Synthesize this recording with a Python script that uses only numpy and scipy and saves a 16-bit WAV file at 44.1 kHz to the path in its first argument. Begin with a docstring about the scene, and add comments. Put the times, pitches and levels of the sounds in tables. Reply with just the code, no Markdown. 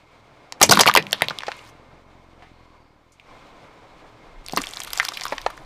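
"""A tyre crushing a jar and a bottle

A car tyre creeps over a brittle plastic jar, then over a soft plastic bottle on asphalt. The jar
fractures in volleys of cracks that overload the microphone; the bottle buckles in small snaps.
Each is an impulse that excites damped resonances. Slime and splinters crackle under the tread,
while the exhaust pulses at idle, the engine rattles, the street hums and wind rumbles."""
import sys
import numpy as np
from scipy import signal
from scipy.fft import rfft, irfft
from scipy.io import wavfile

SR = 44100
rng = np.random.default_rng(int(sys.argv[2]) if len(sys.argv) > 2 else 0)


def output_pcm(signal):
    """Save a mono or channel-first signal as 16-bit PCM at the path in sys.argv[1].

    Samples are clipped to [-1, 1] before scaling.
    """
    pcm = np.clip(np.atleast_2d(signal).T, -1, 1) * 32767
    wavfile.write(sys.argv[1], SR, np.round(pcm).astype(np.int16))


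N = 249165

# Jar fractures, bottle snaps, and ticks from the car between the two:
# t/s, peak level/dB, ring f/Hz, t60/s, treble re peak/dB
JAR_CRACKS = [(0.5234, -13.5, 4100, .007, -19), (0.6088, -20, 995, 0.0054, -23.5),
              (0.6144, 7.5, 766, .024, -3.5), (0.6273, 15, 5550, .025, -0.5), (0.632, 4, 5000, .047, -10),
              (0.6917, -10, 4330, .006, -1.5), (0.6949, 1.5, 4170, .02, -30.5),
              (0.7105, 7.5, 4830, .063, -10), (0.7219, 4.5, 1460, .02, 3), (0.7262, -6.5, 1500, .024, -8),
              (0.7345, 1, 3430, .024, -15), (0.7544, -15, 3524, .034, -1.5),
              (0.7728, -2.5, 1320, .013, -8.5), (0.7915, -0.5, 1500, .012, -3),
              (0.7956, 9, 3345, .008, -29.5), (0.8041, -2.5, 900, .04, -5), (0.8085, 9, 4750, .032, -6.5),
              (0.8344, -6.5, 1865, .007, -8), (0.8586, -5, 1120, .007, -16.5),
              (0.8647, -4, 1120, .019, -0.5), (0.8707, -3.5, 1900, .028, -9), (0.876, 4, 2340, .02, -7.5),
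              (0.885, -2.5, 983, .026, -6), (0.8963, -3, 1140, .01, -20),
              (0.9137, -12.5, 2720, .0035, -6.5), (0.9389, -11.5, 2640, .017, 3.5),
              (0.9512, 4, 1050, .007, 0.5), (0.9621, 7.5, 1460, .009, -4), (0.9725, 2.5, 2000, .018, 2),
              (1.0254, -20.5, 3380, .007, -10), (1.0679, -21, 2430, .003, -8),
              (1.1105, -22, 4400, .003, -13), (1.1215, -21, 7000, .002, -6), (1.1296, -0.5, 3120, .006, -4),
              (1.1435, -26, 1000, .015, -14), (1.2083, -21, 1080, .013, -33),
              (1.2202, 4, 1750, 0.0062, -0.5), (1.2412, -28, 2300, .03, -13), (1.2845, -9, 3200, .006, -7),
              (1.2992, -15.5, 3170, .0046, -9), (1.3068, -17, 1000, .027, -24),
              (1.3871, -14, 3240, .002, -13), (1.4059, -23.5, 1870, .009, -29),
              (1.4204, -27, 1880, .012, -28), (1.4341, -18, 1680, .013, -34),
              (1.4674, -24, 2300, .034, -20), (1.4818, -12.5, 720, .034, -35),
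              (1.5179, -16, 1610, .003, -25), (1.5224, -28, 2370, .016, -20),
              (1.5685, -42.5, 8100, 0.0055, -4), (1.5908, -34, 2690, .014, -9)]
BOTTLE_SNAPS = [(4.4631, -24, 4860, 0.0097, -18), (4.4847, -22, 3700, 0.0073, 3),
                (4.4963, -22, 3020, 0.0033, -12), (4.5234, -17.5, 4930, .011, -12),
                (4.5347, -17.5, 690, 0.024, -9), (4.5633, -12.5, 5000, .008, -34),
                (4.573, -5.5, 1080, 0.02, -3.5), (4.5771, -15.5, 2080, 0.036, -1.5),
                (4.6035, -25, 1080, .017, -10), (4.6171, -14.5, 5150, 0.015, -8),
                (4.6385, -18.5, 2330, 0.012, -7), (4.6701, -16, 3440, 0.0054, -30),
                (4.736, -18, 3700, 0.0084, -8), (4.771, -14.5, 3680, 0.0067, -14),
                (4.8028, -13, 5540, 0.0031, -4), (4.8177, -22, 2910, 0.021, -22),
                (4.8352, -23, 7500, 0.0073, 4), (4.8479, -27, 3670, 0.0033, 9.5),
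                (4.8735, -26, 990, 0.015, 1), (4.9048, -25, 3700, 0.0062, 4), (4.9326, -13, 4930, 0.015, 6),
                (4.9566, -40, 3900, .006, -9), (4.9753, -10, 4500, .005, -12),
                (4.9857, -15, 4820, .006, -17), (4.9991, 1.5, 1690, 0.005, -36),
                (5.0029, -12, 1760, 0.014, -24), (5.029, -17, 1080, 0.014, -8),
                (5.0455, -25, 4500, .017, -6), (5.0502, -11, 4600, .018, -3),
                (5.0845, -15, 2650, 0.016, -5), (5.0882, -6.5, 4730, 0.0046, -14),
                (5.12, -20.5, 940, .007, -23), (5.136, -23.5, 3760, 0.12, -25),
                (5.1719, -19, 2370, .027, -3), (5.1976, -25, 2130, .01, -18),
                (5.2109, -12, 4240, 0.005, -13), (5.2177, -18.5, 2280, 0.0093, -12),
                (5.2355, -16.5, 4800, 0.031, -15), (5.2535, -15.5, 1250, 0.011, -2),
                (5.2658, -19.5, 1290, .0034, -2), (5.2819, -19.5, 5000, 0.0044, -15),
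                (5.3066, -30, 2430, .012, -20), (5.323, -13.5, 720, 0.0086, -24),
                (5.3265, -16.5, 820, 0.033, -17), (5.3811, -17.5, 1940, .012, -14),
                (5.416, -26, 4130, .009, -6), (5.4632, -6, 774, 0.016, -31), (5.5025, -25, 975, .043, -10),
                (5.5766, -30, 1210, 0.0095, -12)]
CAR_TICKS = [(2.423, -38.5, 1760, 0.19, -45), (3.12, -50.5, 6320, .12, -25.5),
             (3.198, -32, 2350, .014, -16)]
# Resonances of the two containers and the exhaust pipe: f/Hz, bandwidth/Hz, gain/dB
JAR_BODY = [(592, 200, 5), (920, 330, 6), (1260, 1700, -2)]
BOTTLE_BODY = [(720, 114, 19), (1080, 230, 13.5), (1880, 850, 9)]
PIPE_MODES = [(22.1, 15, -1.5), (64, 27, -4.5), (104, 40, -8), (292, 110, -7)]
# Exhaust at idle: t/s, firing rate/Hz, level/dB
IDLE = [(0, 20.5, -59.5), (0.5, 21, -63.5), (1.42, 20.8, -58.5), (2.02, 22.8, -53.5), (2.64, 21.3, -53),
        (2.97, 18.2, -57.5), (3.15, 22.5, -62.5), (5.65, 21, -60)]
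# Street and engine bay: t/s, hum level/dB, rattle level/dB
BACKGROUND_LEVELS = [(0, -58, -61), (0.5, -51, -60), (1.0, -43, -54), (1.3, -46.5, -47),
                     (1.55, -51.5, -46.5), (1.75, -51, -60), (2.2, -55.5, -62.5), (2.6, -56.5, -61),
                     (2.95, -58, -67.5), (3.15, -64.5, -66), (3.3, -49.5, -55.5), (3.45, -49.5, -56.5),
                     (4.3, -51, -58), (4.6, -50, -61), (5.3, -50, -45.5), (5.65, -49, -57.5)]
# Spectra of the hum and the rattle: f/Hz, relative spectral level/dB
HUM_SPECTRUM = [(65, -33), (110, 2), (199, -8), (312, -1), (361, -6), (423, -2.5), (730, -2), (2000, -14.5),
                (2600, -43.5), (4400, -120)]
RATTLE_SPECTRUM = [(710, -31.5), (1200, -1), (1910, -12.5), (2180, 0.5), (2760, -7.5), (3590, -7.5),
                   (9410, -25.5), (10800, -36), (14800, -32.5), (16000, -52.5)]
# Tones in the engine rattle: f/Hz, bandwidth/Hz, level re rattle/dB
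WHINE_TONES = [(1020, 150, -3), (1570, 40, -21), (2130, 35, -11)]
# Splinters and slime under the tread, one curve per container: t/s, level/dB
CRACKLE_LEVELS = [
    [(0.6, -46), (0.63, -38), (0.68, -43), (0.75, -28), (1.0, -60), (1.15, -55), (1.25, -57), (1.35, -71),
     (1.5, -68), (1.69, -52), (1.72, -70)],
    [(4.44, -60.5), (4.5, -46.5), (4.6, -41.5), (4.9, -43), (5.05, -38.5), (5.12, -48), (5.28, -45.5),
     (5.4, -53), (5.65, -61)],
]
# Walls giving way under the load: t/s, peak level/dB, f/Hz, t60/s
COLLAPSES = [(0.616, -31.5, 89, 0.52), (0.628, -20, 192, 0.38), (0.692, -11, 180, 0.33),
             (0.715, -29, 90, 0.23), (0.772, -13.5, 166.9, 0.12), (0.806, -19, 176.7, 0.11),
             (0.861, -23, 114.5, 0.2), (0.973, -7.5, 365, 0.088), (0.977, -29.5, 144, 0.37),
             (1.219, -26.5, 128, 0.23), (1.221, -18, 420, 0.05), (1.305, -34, 146, 0.11),
             (4.534, -21, 174, 0.073), (4.572, -20.5, 244, 0.14), (5.323, -33, 266, 0.095)]
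# Air in the tyre, set humming by the shocks: t/s, f/Hz, level/dB
CAVITY_TONE = [(0.82, 197.4, -68.5), (0.88, 212, -43), (1.0, 199.5, -42.5), (1.15, 199.5, -50),
               (1.22, 203, -59)]
# Faint hiss as the car draws away: t/s, centre f/Hz, level/dB
HISS_GLIDE = [(2.42, 3900, -78), (2.55, 4150, -69), (2.9, 4700, -72), (3.0, 4750, -85)]
# Gusts on the microphone: t/s, level/dB
GUST_LEVELS = [(3.15, -72), (3.3, -56), (3.8, -56), (4.1, -62.5), (4.45, -48.5), (5.0, -58), (5.65, -45.5)]

# Coupling of a crack to body and mids, re its peak: body level at 2 kHz and t60 = 15 ms/dB,
# change per octave/dB, change per doubling of t60/dB, mids level/dB, mids dB per treble dB
JAR_COUPLING = (-7.5, -3.5, 2.5, -1.5, 0.4)
BOTTLE_COUPLING = (-11.5, -3.5, 0, -3, 0.54)
TICK_COUPLING = (-22, -10.5, 5, -12, 6)


def from_db(db):
    """Amplitude ratio of a level."""
    return 10 ** (np.asarray(db) / 20)


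def unit_rms(x):
    """The signal scaled to an rms of 1."""
    return x / np.sqrt(np.mean(x ** 2) + 1e-20)


def in_time(rows):
    """Columns of a curve interpolated at every sample; -120 outside its span."""
    times, *columns = np.transpose(rows)
    return [np.interp(np.arange(N) / SR, times, c, left=-120, right=-120) for c in columns]


def butter(x, hz, kind, order=2):
    """Butterworth filter."""
    return signal.sosfilt(signal.butter(order, hz, kind, fs=SR, output="sos"), x)


def drift(hz):
    """Slow random fluctuation: low-passed noise of rms 1."""
    r = np.exp(-2 * np.pi * hz / SR)
    return unit_rms(signal.lfilter([1], [1, -2 * r, r * r], rng.standard_normal(N + SR))[SR:])


def resonate(x, hz, *widths_hz):
    """Damped resonators in series, one per bandwidth, each of unit peak gain."""
    for width in widths_hz:
        r = np.exp(-np.pi * width / SR)
        feedback = [1, -2 * r * np.cos(2 * np.pi * hz / SR), r * r]
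        x = signal.lfilter(np.array([1, 0, -1]) * (1 - r * r) / 2, feedback, x)
    return x


def glide(hz):
    """A sine whose phase is the integral of its frequency."""
    return np.sin(2 * np.pi * np.cumsum(np.maximum(hz, 0)) / SR)


def coloured(spectrum, waver_db):
    """Spectrally shaped noise of rms 1 with a wavering level."""
    bins_hz = np.maximum(np.arange(N // 2 + 1) * SR / N, 1)
    hz, db = np.transpose(spectrum)
    shape = from_db(np.interp(np.log(bins_hz), np.log(hz), db))
    noise = irfft(rfft(rng.standard_normal(N)) * shape, N)
    return unit_rms(noise * from_db(waver_db * drift(15)))


def exhaust():
    """Pipe resonance, driven by a suction pulse per firing and a weaker pressure pulse in between."""
    firing_hz, level_db = in_time(IDLE)
    half_cycles = np.floor(2 * np.cumsum(np.maximum(firing_hz, 0)) / SR + 0.6)
    pulses = np.diff(half_cycles, prepend=0) * np.where(half_cycles % 2, .65, -1)
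    puffs = butter(pulses * from_db(1.2 * rng.standard_normal(N)), 240, "low")
    pipe = sum(from_db(db) * resonate(puffs, hz, width) for hz, width, db in PIPE_MODES)
    return from_db(level_db) * unit_rms(pipe + 0.37 * puffs)


def street_hum():
    """Broadband noise with its energy mostly at low frequencies."""
    hum_db, _ = in_time(BACKGROUND_LEVELS)
    return from_db(hum_db) * coloured(HUM_SPECTRUM, waver_db=1.2)


def engine_rattle():
    """Bright broadband noise, with narrow noise-driven resonances heard as a whine."""
    _, rattle_db = in_time(BACKGROUND_LEVELS)
    white = rng.standard_normal(N)
    whine = sum(from_db(db + 2.5 * drift(3)) * unit_rms(resonate(white, hz, width, width))
                for hz, width, db in WHINE_TONES)
    return from_db(rattle_db) * (coloured(RATTLE_SPECTRUM, waver_db=1.0) + whine)


def cracks(events, body_modes, coupling):
    """Impulse excitation: a fracture or snap, a decaying noise, rings the piece and the whole body."""
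    base_db, db_per_octave, db_per_doubling, mids_db, mids_follow = coupling
    out, size = np.zeros(N), SR // 6
    t = np.arange(size) / SR
    for start, peak_db, hz, t60, treble_db in events:
        decay = from_db(-60 * t / t60)
        burst = rng.standard_normal(size) * decay + 1e-18
        burst[0] += 3.5  # the first snap is the sharpest
        piece = resonate(burst, hz, 0.33 * hz, 2.0 * hz)
        # Each crack weights the modes differently; neighbouring modes alternate in sign.
        modes = sum(from_db(db + rng.normal(0, 2)) * (-1) ** k * resonate(burst, mode_hz, width)
                    for k, (mode_hz, width, db) in enumerate(body_modes))
        body = butter(modes, 1900, "low")
        # Large, low-pitched pieces and long fractures move the body more.
        body_db = base_db + db_per_octave * np.log2(hz / 2000) + db_per_doubling * np.log2(t60 / .015)
        treble = butter(burst * decay ** 1.1, [5500, 15000], "band", order=1)
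        mids = butter(burst, [1500, 5000], "band", order=3)
        parts = [(piece, 0), (body, body_db), (treble, treble_db),
                 (mids, mids_db + mids_follow * treble_db)]
        sound = sum(from_db(db) * part / np.abs(part).max() for part, db in parts)
        at = round(start * SR)
        out[at:at + size] += from_db(peak_db) * sound[:N - at]
    return out


def scatter(x, level_db=-18, t60=.1):
    """Multiple reflection between road and car floor adds a short diffuse tail."""
    t = np.arange(SR // 4) / SR
    tail = butter(rng.standard_normal(len(t)), [700, 5000], "band", order=1) * from_db(-60 * t / t60)
    return from_db(level_db) * signal.fftconvolve(x, tail / np.sqrt(np.sum(tail ** 2)))[:N]


def crackle(level_db, median_per_s=3200):
    """Shot noise: splinters and slime click in random clusters, each click ringing a few cycles."""
    sizes = from_db(3.8 * np.minimum(rng.exponential(1, N), 4)) * rng.choice([-1, 1], N)
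    onsets = rng.random(N) < median_per_s * from_db(5 * drift(40)) / SR
    band = rng.integers(0, 14, N)
    rings = np.zeros(N)
    for k, hz in enumerate(np.geomspace(1000, 13000, 14)):
        clicks = sizes * onsets * (band == k) + 1e-18
        rings += resonate(clicks, hz, .25 * hz, .6 * hz) / (1 + (hz / 4200) ** 1.8)
    return from_db(level_db) * unit_rms(rings)


def crinkle(level_db, per_s=90, t60=.008):
    """A sparse Poisson process: larger folds snap, each a decaying band of noise."""
    onsets = (rng.random(N) < per_s / SR) * from_db(4.0 * rng.standard_normal(N))
    band, white = rng.integers(0, 8, N), rng.standard_normal(N)
    decay_per_sample = from_db(-60 / (t60 * SR))
    snaps = np.zeros(N)
    for k, hz in enumerate(np.geomspace(1400, 8000, 8)):
        envelope = signal.lfilter([1], [1, -decay_per_sample], onsets * (band == k) + 1e-18)
        snaps += resonate(white * envelope, hz, .4 * hz, 1.5 * hz)
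    return from_db(level_db) * unit_rms(snaps)


def thumps():
    """Damped vibration: each collapse excites a low resonance, broadened by the pressing rubber."""
    out, t = np.zeros(N), np.arange(SR // 3) / SR
    for start, peak_db, hz, t60 in COLLAPSES:
        push = rng.standard_normal(len(t)) * from_db(-60 * t / t60)
        push[0] += 15.0
        ring = resonate(push, hz, 0.54 * hz, 2.0 * hz)
        at = round(start * SR)
        out[at:at + len(t)] += (from_db(peak_db) * ring / np.abs(ring).max())[:N - at]
    return out


def tyre_cavity():
    """Cavity resonance: the air in the tyre sounds one slightly unsteady tone."""
    hz, level_db = in_time(CAVITY_TONE)
    return np.sqrt(2) * from_db(level_db + 0.5 * drift(60)) * glide(hz)


def creak(start_s=1.177, end_s=1.206, slips_per_s=190, level_db=-30, hz=3300):
    """Stick-slip friction: a shard on the tread slips at an even pace and rings at each slip."""
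    slips = np.zeros(N)
    at = (np.arange(start_s, end_s, 1 / slips_per_s) * SR).astype(int)
    slips[at] = from_db(level_db + rng.normal(0, 1.5, len(at)))
    ring = butter(resonate(slips + 1e-18, hz, 2500, 2500), 5500, "low", order=3)
    return ring * slips.max() / np.abs(ring).max()


def rising_hiss():
    """Modulation: low-passed noise on a rising carrier gives a narrow, gliding band."""
    hz, level_db = in_time(HISS_GLIDE)
    noise = unit_rms(butter(rng.standard_normal(N), 200, "low"))
    return from_db(level_db) * noise * glide(hz)


def wind():
    """Pressure fluctuation: gusts on the microphone make an uneven, very low rumble."""
    rumble = butter(rng.standard_normal(N), [14, 40], "band", order=3)
    gusts = unit_rms(rumble * from_db(4.7 * drift(3.9)))
    return from_db(in_time(GUST_LEVELS)[0]) * gusts


def scene():
    """Superposition of all sources in one channel; only the sharp sounds are scattered."""
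    crackle_db = np.maximum(*[in_time(curve)[0] for curve in CRACKLE_LEVELS])
    sharp = (cracks(JAR_CRACKS, JAR_BODY, JAR_COUPLING)
             + cracks(BOTTLE_SNAPS, BOTTLE_BODY, BOTTLE_COUPLING)
             + cracks(CAR_TICKS, BOTTLE_BODY, TICK_COUPLING)
             + crackle(crackle_db) + crinkle(crackle_db - 5) + creak())
    foreground = sharp + scatter(sharp) + thumps() + tyre_cavity()
    background = exhaust() + wind() + engine_rattle() + street_hum() + rising_hiss()
    return (foreground + background)[None]


def record(dry, ceiling=.68, self_noise_db=-84, stopband_hz=16600):
    """Saturation: the microphone flattens the loudest cracks, adds hiss and loses the top treble."""
    limited = dry / (1 + np.abs(dry / ceiling) ** 4) ** (1 / 4)
    noisy = limited + from_db(self_noise_db) * rng.standard_normal(N)
    rolled_off = butter(noisy, 21000, "low", order=8)
    return signal.sosfilt(signal.cheby2(18, 120, stopband_hz, fs=SR, output="sos"), rolled_off)


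dry = scene()
out = record(dry)
output_pcm(out)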